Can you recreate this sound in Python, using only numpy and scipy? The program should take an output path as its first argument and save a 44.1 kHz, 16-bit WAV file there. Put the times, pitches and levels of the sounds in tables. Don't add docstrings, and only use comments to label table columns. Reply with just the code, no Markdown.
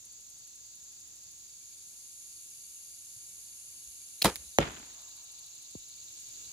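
import sys
import numpy as np
from scipy import signal
from scipy.fft import rfft, irfft, next_fast_len
from scipy.io import wavfile

SR = 44100
rng = np.random.default_rng(int(sys.argv[2]) if len(sys.argv) > 2 else 0)


def materialize(psi):
    bounded = np.clip(np.atleast_2d(psi).T, -1, 1)
    quanta = np.round(bounded * 32767).astype(np.int16)
    wavfile.write(sys.argv[1], SR, quanta)


N = 287532
TIME = np.arange(N) / SR


def from_db(db):
    return 10 ** (np.asarray(db) / 20)


def rms_one(x):
    return x / np.sqrt(np.mean(x ** 2) + 1e-20)


def at_hz(rows, hz):
    f, *columns = np.transpose(rows)
    return [np.interp(np.log(hz + 1e-9), np.log(f), c) for c in columns]


def since(s):
    return np.maximum(TIME - s, 0)


def drift(rate):
    knots = rng.standard_normal(400)
    return np.interp(TIME * rate, np.arange(len(knots)), knots)


def throb(per_s, depth, wander=0.032):
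    strokes = np.cumsum(per_s * (1 + wander * drift(4.3))) / SR
    return 1 + np.clip(depth, 0, 1) * np.sin(2 * np.pi * strokes)


def add(out, s, sound):
    at = int(round(s * SR))
    out[:, at:at + sound.shape[-1]] += sound[..., :N - at]


def pair(white, alike):
    alike = np.clip(alike, -.998, .998)
    common = np.sqrt(1 + alike) * white[0]
    opposed = np.sqrt(1 - alike) * white[1]
    return common + opposed * np.array([[1], [-1]])


# (frequency [Hz], correlation [-1 to 1])
EAR_LIKENESS = [(60, 0.61), (250, 0.47), (700, -0.1), (1500, -.1), (2300, 0.13), (2750, -0.25),
                (3000, -0.77), (3500, -0.011), (4100, 0.37), (5200, -0.29), (6800, 0.47), (8500, 0.76),
                (9700, 1), (11200, 0.99), (12400, 0.89), (13200, 1)]


def hiss(colour_db):
    size = next_fast_len(N, real=True)
    hz = np.arange(size // 2 + 1) * SR / size
    white = rng.standard_normal((2, 2 * len(hz))).view(complex)
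    spectrum = pair(white, at_hz(EAR_LIKENESS, hz)[0]) * from_db(colour_db(hz))
    return rms_one(irfft(spectrum, size)[:, :N])


def song(centre_hz, width_hz):
    return hiss(lambda hz: -36 * np.log10(1 + ((hz - centre_hz) / width_hz) ** 2))


def band(x, low_hz, high_hz):
    edges_hz = [low_hz, min(high_hz, .45 * SR)]
    return signal.sosfilt(signal.butter(2, edges_hz, "band", fs=SR, output="sos"), x)


def burst(low_hz, high_hz, t60, alike):
    t = TIME[:SR // 8]
    noise = rms_one(band(pair(rng.standard_normal((2, len(t))), alike), low_hz, high_hz))
    return noise * from_db(-60 * t / t60) * (1 - np.exp(-t / .0001))


def ringing(modes, spread_db):
    t = TIME[:SR // 2]
    hz, mode_db, t60 = np.transpose(modes)[:, :, None]
    level_db = mode_db + spread_db * rng.standard_normal(hz.shape) - 60 * t / t60
    return np.sum(from_db(level_db) * np.sin(2 * np.pi * hz * t), axis=0)


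def tail(table, rise_s, alike_below_hz, lumpy_db, grain_db):
    t, out = TIME[:int(SR * min(max(row[2] for row in table), 1))], 0
    lumps = drift(38)[:len(t)]
    grain_knots = rng.standard_normal(SR // 60)
    grains = from_db(grain_db * np.interp(t, TIME[:SR:60], grain_knots))
    white = rng.standard_normal((2, 2, SR))[..., :len(t)] * grains
    for k, low in enumerate(40 * 2 ** np.arange(0, 8.6, .5)):
        hz = low * 2 ** (1 / 4)
        level_db, t60 = at_hz(table, hz)
        alike = max(1.4 / (1 + (hz / alike_below_hz) ** 2) - .2, at_hz(EAR_LIKENESS, hz)[0])
        noise = pair(white[k % 2], alike)
        out = out + rms_one(band(noise, low, low * np.sqrt(2))) * from_db(level_db - 60 * t / t60)
    return out * (1 - np.exp(-t / rise_s)) * from_db(lumpy_db * lumps)


def to_ears(sound, lag_s):
    t = TIME[:len(sound)]
    return np.array([np.interp(t - max(late_s, 0), t, sound, left=0) for late_s in (-lag_s, lag_s)])


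def thud(level_db, first_hz, glide_s, rise_s, fade_s):
    t = TIME[:SR // 12]
    turns = first_hz * glide_s * np.log1p(t / glide_s)
    swell = (1 - np.exp(-(t / rise_s) ** 2)) * np.exp(-t / 0.06) / (1 + (t / fade_s) ** 2)
    return -from_db(level_db) * swell * np.sin(2 * np.pi * turns)


def swing(s, level_db, hz, cycles):
    turns = (TIME - s) * hz
    return from_db(level_db) * np.exp(-(turns / cycles) ** 2) * np.sin(2 * np.pi * turns)


INSECTS_GAIN_DB_PER_S = 0.277
SWELL_START_S, AIR_SWELL_DB_PER_S, INSECTS_SWELL_DB_PER_S = 5.91, 11, 5.5


def insect_swell():
    return from_db(INSECTS_GAIN_DB_PER_S * TIME + INSECTS_SWELL_DB_PER_S * since(SWELL_START_S))


# (frequency [Hz], relative level [dB])
AIR_COLOUR = [(20, -9.5), (55, 1.5), (100, 1.5), (170, -5.5), (250, -8), (310, -5), (400, -9.5),
              (600, -11.5), (1500, -13.5), (2200, -13.5), (4000, -25)]
# (frequency [Hz], relative level [dB])
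FAR_INSECT_COLOUR = [(1800, -25), (2800, -5), (3250, -6), (3600, -3), (4200, -2), (5100, -4.5),
                     (5600, -1.5), (7800, -3), (9000, -5.5), (11500, -8.5), (12900, -2), (14200, 2.5),
                     (15600, .5)]
AIR_DB, CHORUS_DB, FAR_INSECTS_DB = -70, -53, -53


def meadow():
    air_db = AIR_DB + AIR_SWELL_DB_PER_S * since(SWELL_START_S)
    air = from_db(air_db + drift(5.6)) * hiss(lambda hz: at_hz(AIR_COLOUR, hz)[0])
    chorus = from_db(CHORUS_DB) * throb(46, depth=0.11, wander=0.033) * song(6760, 820)
    far = from_db(FAR_INSECTS_DB) * hiss(lambda hz: at_hz(FAR_INSECT_COLOUR, hz)[0])
    return air + insect_swell() * (chorus * from_db([[-.5], [.5]]) + far)


# (start [s], centre [Hz], width [Hz], level [dB], pulses [1/s], pulse depth [0-1],
#  chirps [1/s], chirp depth [0-1])
CRICKET_VOICES = [(1.25, 2328, 130, -80.5, 10, 0.52, 1.3, .1), (1.7, 2760, 110, -76.5, 11, 0.38, .82, .1),
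                  (2.2, 2985, 100, -76, 11, .2, 0.86, .1), (0, 3610, 90, -78.5, 30, .2, 1.1, .1),
                  (0, 4155, 70, -75, 30, .2, .6, .3), (0, 4710, 300, -68.8, 25, 0.35, 3.6, .25),
                  (0, 5260, 90, -76.5, 21, .3, .7, .2)]
CRICKET_ATTACK_S = 0.22


def crickets():
    out = 0
    for start_s, hz, width_hz, level_db, pulses, pulse_depth, chirps, chirp_depth in CRICKET_VOICES:
        strokes = throb(pulses, pulse_depth, wander=0.018) * throb(chirps, chirp_depth, wander=0.017)
        strokes = strokes * from_db(0.67 * drift(14))
        attack = 1 - np.exp(-since(start_s) / CRICKET_ATTACK_S)
        out = out + from_db(level_db) * attack * strokes * song(hz, width_hz)
    return insect_swell() * out


# (frequency [Hz], level before the shared swell [dB])
TRILL_TONES = [(6842, -64), (7160, -69), (7345, -73), (6595, -69)]
TRILL_WANDER_HZ = 9


def trills():
    out = 0
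    for hz, level_db in TRILL_TONES:
        turns = np.cumsum(hz + TRILL_WANDER_HZ * drift(20)) / SR
        strength = from_db(level_db + 2.6 * drift(4.5)) * throb(46, depth=.4)
        out = out + strength * np.sin(2 * np.pi * turns)
    return insect_swell() * out


CHIRP_DB, CHIRP_FIRST_S, CHIRPS_PER_S = -58.5, .14, 3.59
STROKES_PER_S, STROKE_START_HZ, STROKE_FALL_HZ = 25, 4874, 464


def near_cricket():
    stroke = np.cumsum(STROKES_PER_S * (1 + .12 * drift(12))) / SR % 1
    turns = np.cumsum(STROKE_START_HZ - STROKE_FALL_HZ * stroke + 45 * drift(25)) / SR
    chirp = np.abs(np.cos(np.pi * CHIRPS_PER_S * (TIME - CHIRP_FIRST_S))) ** 1.3
    strength = from_db(CHIRP_DB + 1.5 * drift(20)) * chirp * np.sin(np.pi * stroke) ** 2
    call = strength * np.sin(2 * np.pi * turns)
    grass = burst(3500, 6600, t60=.05, alike=0.31)
    grass = grass / np.sqrt(np.sum(grass ** 2, axis=1, keepdims=True))
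    echoes = signal.fftconvolve(call[None], grass, axes=1)[:, :N]
    return insect_swell() * (.7 * call + 0.59 * echoes)


# (centre [Hz], width [Hz], relative level [dB])
WING_RESONANCES = [(8800, 450, -6.5), (9920, 520, -3.5), (10600, 420, -7.5), (11300, 520, -8.5),
                   (10200, 3600, 2)]
# (time [s], level [dB])
SINGLE_TICKS = [(.056, -52), (.127, -53.5), (.211, -54.5), (.302, -53.5), (.389, -54.5), (.476, -54),
                (.557, -54.5), (.664, -57.5), (.757, -55), (.84, -56.5), (.921, -56), (1.006, -56),
                (1.082, -58), (1.159, -57.5), (1.237, -57), (1.316, -57), (1.388, -61), (4.721, -55.5),
                (4.796, -56), (4.864, -55), (4.939, -56), (5.018, -56), (5.092, -54.5), (5.168, -53),
                (5.244, -55), (5.321, -52), (5.393, -54), (5.465, -55.5), (5.555, -54), (5.626, -55),
                (5.713, -53.5), (5.789, -54.5), (5.89, -54), (5.965, -56.5), (6.042, -56), (6.125, -56.5),
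                (6.203, -53), (6.289, -54)]
TICK_HALF_S = 0.0055
BUZZ_DB, BUZZ_HALF_UP_S, BUZZ_ATTACK_S = -53.5, 1.75, 0.25
BUZZ_TIRES_S, BUZZ_SAG_DB_PER_S = 4.4, 5
BUZZ_STOP_S, BUZZ_RELEASE_S = 4.55, .07


def katydid():
    attack = 1 / (1 + np.exp((BUZZ_HALF_UP_S - TIME) / BUZZ_ATTACK_S))
    hold = from_db(BUZZ_DB - BUZZ_SAG_DB_PER_S * since(BUZZ_TIRES_S))
    release_fade = np.exp(-since(BUZZ_STOP_S) / BUZZ_RELEASE_S)
    buzz = attack * hold * release_fade * throb(86, depth=0.26, wander=0.012)
    ticks, t = np.zeros((1, N)), TIME[:SR // 20] - 1 / 40
    for s, level_db in SINGLE_TICKS:
        add(ticks, s + t[0], from_db(level_db) * np.exp(-(t / TICK_HALF_S) ** 2))
    wings = sum(from_db(db) * song(hz, width_hz) for hz, width_hz, db in WING_RESONANCES)
    return (buzz + ticks) * rms_one(wings)


# (time of the middle [s], level [dB], frequency [Hz])
LOW_BUMPS = [(3.169, -58, 110), (3.879, -58, 56.6), (4.405, -52.5, 62.8), (4.475, -56, 61.6)]
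BUMP_CYCLES = 1.07
BOOM_HZ, BOOM_PEAK_S = 58.6, 0.02
BOW_BOOM_DB, TARGET_BOOM_DB = -37.5, -33.5


def boom(s, level_db):
    age = since(s) / BOOM_PEAK_S
    return from_db(level_db) * (age * np.exp(1 - age)) ** 2 * np.sin(2 * np.pi * BOOM_HZ * since(s))


def low_swings():
    booms = boom(STRING_SLAMS[0][0], BOW_BOOM_DB) + boom(YIELDING_BLOWS[0][0], TARGET_BOOM_DB)
    return booms + sum(swing(s, db, hz, BUMP_CYCLES) for s, db, hz in LOW_BUMPS)


RASP_START_S, RASP_HZ, RASP_WIDTH_HZ, RASP_DB, RASP_DEPTH = 4.0, 4040, 680, -63, 0.64
RASP_BEAT_S, RASPS_PER_S = 4.83, 11.05


def rasper():
    beat = 1 + RASP_DEPTH * np.cos(2 * np.pi * RASPS_PER_S * (TIME - RASP_BEAT_S))
    attack = 1 - np.exp(-since(RASP_START_S) / CRICKET_ATTACK_S)
    strokes = throb(22.2, depth=0.36)
    return from_db(RASP_DB) * attack * beat * strokes * song(RASP_HZ, RASP_WIDTH_HZ)


# (time [s], ring level [dB], t60 [s], ring frequency [Hz], snap level [dB])
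RELEASE_TICKS = [(4.2176, -28, 0.0096, 2400, -32), (4.2190, -19, .006, 4310, -20.5),
                 (4.2211, -6.5, .008, 4180, -17), (4.2219, -20, .006, 3123, -17.5),
                 (4.226, -22, .01, 2772, -23), (4.2270, -23.5, .008, 4730, -21.5),
                 (4.3578, -25, .0055, 2200, -20), (4.364, -41, 0.0084, 2350, -34)]


def release():
    out, t = np.zeros((2, N)), TIME[:SR // 8]
    for s, ring_db, t60, hz, snap_db in RELEASE_TICKS:
        partials = np.sin(2 * np.pi * hz * t) + from_db(-8.5) * np.sin(2 * np.pi * 1.16 * hz * t)
        envelope = from_db(-60 * t / t60) * (1 - np.exp(-t / 0.0002))
        ring = to_ears(partials * envelope, lag_s=.00004)
        snap = burst(2300, 21000, t60, alike=0.29)
        body = burst(200, 700, t60=0.049, alike=0.98)
        add(out, s, from_db(ring_db) * (ring + from_db(-35.0) * body) + from_db(snap_db) * snap)
    add(out, 4.222, from_db(-41) * burst(2000, 11000, t60=0.07, alike=0.6))
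    broad = burst(1500, 16000, t60=0.016, alike=.75)
    narrow = burst(3400, 4400, t60=0.025, alike=.75)
    slide = (broad + from_db(-6.5) * narrow)[:, ::-1]
    add(out, STRING_SLAMS[0][0] - slide.shape[1] / SR, from_db(-17.0) * slide)
    return out


# (time [s], thump level [dB], thump frequency [Hz], crack level [dB])
STRING_SLAMS = [(4.2472, -10.5, 720, -12), (4.2537, -10, 390, -17.5), (4.255, -22.5, 1500, -21),
                (4.2576, -10, 900, -16), (4.2634, -23.5, 480, -28), (4.2686, -25, 200, -23.5),
                (4.2786, -21.5, 440, -32.5), (4.2836, -24.5, 420, -37), (4.3000, -30, 450, -40)]
# (frequency [Hz], level before spread and SHUDDER_DB [dB], t60 [s])
LIMB_MODES = [(105, -30, 0.1), (196, -17.5, 0.085), (320, -30, 0.13), (412, -19.5, 0.11), (448, -24, 0.1),
              (483, -23.5, 0.1), (537, -24, 0.1), (622, -23.5, 0.09), (822, -15, 0.048), (1020, -28, .05),
              (1075, -27, 0.05), (1227, -28, 0.08), (1364, -26, .06), (1705, -25, 0.06), (1785, -25, .06),
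              (1995, -25, 0.06), (2202, -39, .1), (2380, -31, .06), (3175, -33, 0.09), (3480, -38, .11),
              (3756, -28, 0.06), (4100, -29, .07), (5141, -40, .1), (7187, -39, .15)]
# (frequency [Hz], band level [dB], t60 [s])
DYING_BUZZ = [(49.5, -45, .2), (111.9, -39, 0.14), (202, -34, 0.14), (450, -30, 0.135), (1007, -29.5, .155),
              (2000, -33.5, 0.17), (4064, -28.5, 0.14), (8060, -36, 0.18), (15000, -35, 0.16)]
# (frequency [Hz], band level [dB], t60 [s])
NEAREST_TREES = [(60.1, -63.5, .5), (300.6, -60, 0.52), (1000.5, -62.5, .55), (2800, -54.5, 0.54),
                 (5000, -68, .4), (14000, -69.5, .3)]
SHUDDER_S, SHUDDER_RISE_S, SHUDDER_DB, THUMP_CYCLES = 4.2515, 0.0013, -.3, 1.1


def bow():
    out, t = np.zeros((2, N)), TIME[:SR // 2]
    for s, thump_db, hz, crack_db in STRING_SLAMS:
        add(out, s, -from_db(thump_db) * np.exp(-hz * t / THUMP_CYCLES) * np.sin(2 * np.pi * hz * t))
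        add(out, s, from_db(crack_db) * burst(1100, 15000, t60=0.0075, alike=0.54))
    shudder = np.array([ringing(LIMB_MODES, spread_db=2.0) for ear in range(2)])
    add(out, SHUDDER_S, from_db(SHUDDER_DB) * shudder * (1 - np.exp(-t / SHUDDER_RISE_S)))
    add(out, 4.2500, tail(DYING_BUZZ, rise_s=.003, alike_below_hz=2500, lumpy_db=1.2, grain_db=3.5))
    add(out, 4.2900, tail(NEAREST_TREES, rise_s=.02, alike_below_hz=350, lumpy_db=-0.5, grain_db=2.5))
    return out


RATTLE_S, RATTLE_DB, RATTLES_PER_S, RATTLE_T60_S = 4.252, -21.5, 330, .11


def rattle():
    out = np.zeros((2, N))
    for chance, size in zip(rng.random(26), rng.standard_normal(26)):
        age_s = chance * 26 / RATTLES_PER_S
        level_db = RATTLE_DB + 3 * size - 60 * age_s / RATTLE_T60_S
        add(out, RATTLE_S + age_s, from_db(level_db) * burst(900, 3200, t60=.007, alike=.6))
    return out


# (time [s], level [dB], first frequency [Hz], glide [s], rise [s], fade [s], right ear lag [s])
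YIELDING_BLOWS = [(4.5861, -8.5, 1547, .00085, 0.00032, 0.0034, -.0002),
                  (5.7503, -34.3, 1254, 0.0012, 0.0015, 0.009, .00055)]
# (frequency [Hz], level [dB], t60 [s])
POINT_CRACK = [(2080, -2.5, 0.0034), (2840, -7.5, 0.0022), (3804, -16, 0.0023), (6227, -10, 0.0042),
               (10100, -20.5, 0.0017)]
# (delay [s], level re the hit [dB], right ear lag [s])
HIT_REFLECTIONS = [(.0078, -16.5, -.0004), (0.014, -18, -.0005), (0.0181, -19.5, -.0005),
                   (.0215, -18, -.0005), (.037, -22.5, .0003)]
# (frequency [Hz], level before spread and SHAFT_DB [dB], t60 [s])
SHAFT_AND_TARGET = [(148, -29.5, .22), (325, -26.5, .15), (563, -27.5, .11), (1350, -38, .13),
                    (2793, -45, .13), (3017, -46, .13)]
# (frequency [Hz], band level [dB], t60 [s])
GROUND_SCATTER = [(55, -28, .09), (110, -27, 0.087), (200.4, -33, 0.072), (497, -27, 0.094),
                  (1010, -36, 0.13), (3000, -34.5, 0.2), (5000, -45, 0.084), (14000, -59, .1)]
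# (frequency [Hz], band level [dB], t60 [s])
WOOD_SCATTER = [(60, -58, 0.99), (150.4, -48, 0.46), (280, -44.5, 0.57), (500, -52.5, 0.68),
                (1000, -41.5, 0.42), (2990, -46, 0.8), (5000, -53.5, .4), (14100, -65.5, .3)]
# (frequency [Hz], band level [dB], t60 [s])
HILLSIDE_SCATTER = [(60.2, -84.5, 1.5), (294, -85, 3.3), (898, -63.5, 3.74), (2000, -66.5, 1.35),
                    (4970, -89, 1)]
HIT_PAN_DB, SHAFT_DB = -3.5, -.3
SLAP_S, SLAP_DB = 4.6038, -29.5


def target():
    out, t = np.zeros((2, N)), TIME[:SR // 12]
    hit_s, *shape, lag_s = YIELDING_BLOWS[0]
    body = thud(*shape)
    crack = sum(-from_db(db - 60 * t / t60) * np.sin(2 * np.pi * hz * t) for hz, db, t60 in POINT_CRACK)
    pan = from_db([[HIT_PAN_DB / 2], [-HIT_PAN_DB / 2]])
    add(out, hit_s, to_ears(body, lag_s) * pan + to_ears(crack, lag_s))
    for delay_s, level_db, lag_s in HIT_REFLECTIONS:
        add(out, hit_s + delay_s, from_db(level_db) * to_ears(body + from_db(-11) * crack, lag_s))
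    add(out, hit_s + .004, from_db(SHAFT_DB) * ringing(SHAFT_AND_TARGET, spread_db=1.0))
    add(out, hit_s, from_db(-35) * burst(900, 3600, t60=0.08, alike=0.23))
    add(out, SLAP_S, from_db(SLAP_DB) * burst(4500, 7600, t60=.008, alike=.6))
    add(out, 4.6000, tail(GROUND_SCATTER, rise_s=0.0055, alike_below_hz=480, lumpy_db=1.0, grain_db=4.0))
    add(out, 4.6080, tail(WOOD_SCATTER, rise_s=.009, alike_below_hz=300, lumpy_db=1.6, grain_db=4))
    add(out, 4.7200, tail(HILLSIDE_SCATTER, rise_s=0.06, alike_below_hz=230, lumpy_db=1.5, grain_db=1))
    return out


# (time [s], level [dB])
TREE_SLAPS = [(4.627, -34), (4.654, -42), (4.676, -39), (4.742, -48.5), (4.77, -49), (4.781, -50),
              (4.798, -49), (4.827, -49.5)]


def tree_echoes():
    out = np.zeros((2, N))
    for s, level_db in TREE_SLAPS:
        slap = burst(600, 3400, t60=0.043, alike=.2)
        body = burst(130, 450, t60=0.07, alike=0.65)
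        add(out, s, from_db(level_db) * (slap + from_db(-3.5) * body))
    return out


def late_thud():
    out = np.zeros((2, N))
    s, *shape, lag_s = YIELDING_BLOWS[1]
    add(out, s, to_ears(thud(*shape), lag_s))
    add(out, s + .002, from_db(-55) * burst(300, 950, t60=.03, alike=.85))
    return out


# (time of the middle [s], level [dB], frequency [Hz])
HIGH_PEEPS = [(6.178, -52, 8190), (6.216, -53, 8250)]


def peeps():
    return sum(swing(s, db, hz, cycles=73) for s, db, hz in HIGH_PEEPS)


def scene():
    insects = meadow() + crickets() + trills() + near_cricket() + katydid() + rasper() + peeps()
    shot = low_swings() + release() * from_db([[-1.4], [1.4]]) + bow() + rattle()
    return insects + shot + target() + tree_echoes() + late_thud()


# (frequency [Hz], lead of left over right [rad])
PORT_LEAD = [(3500, 0), (5200, -1), (6900, -1.4), (8500, -.5), (9750, 0), (11200, .5), (12000, 1.3),
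             (12600, 2.4), (13200, np.pi)]


def ports(x):
    size = next_fast_len(N + SR // 10, real=True)
    lead, = at_hz(PORT_LEAD, np.arange(size // 2 + 1) * SR / size)
    return irfft(rfft(x, size) * np.exp(1j * lead * np.array([[.5], [-.5]])), size)[:, :N]


CEILING, CUTOFF_HZ = .88, 15700


def record(dry):
    thinned = signal.sosfilt(signal.butter(3, 37, "high", fs=SR, output="sos"), ports(dry))
    rounded = thinned / np.sqrt(np.sqrt(1 + np.square(np.square(thinned / CEILING))))
    return signal.sosfilt(signal.ellip(10, .2, 70, CUTOFF_HZ, fs=SR, output="sos"), rounded)


dry = scene()
out = record(dry)
materialize(out)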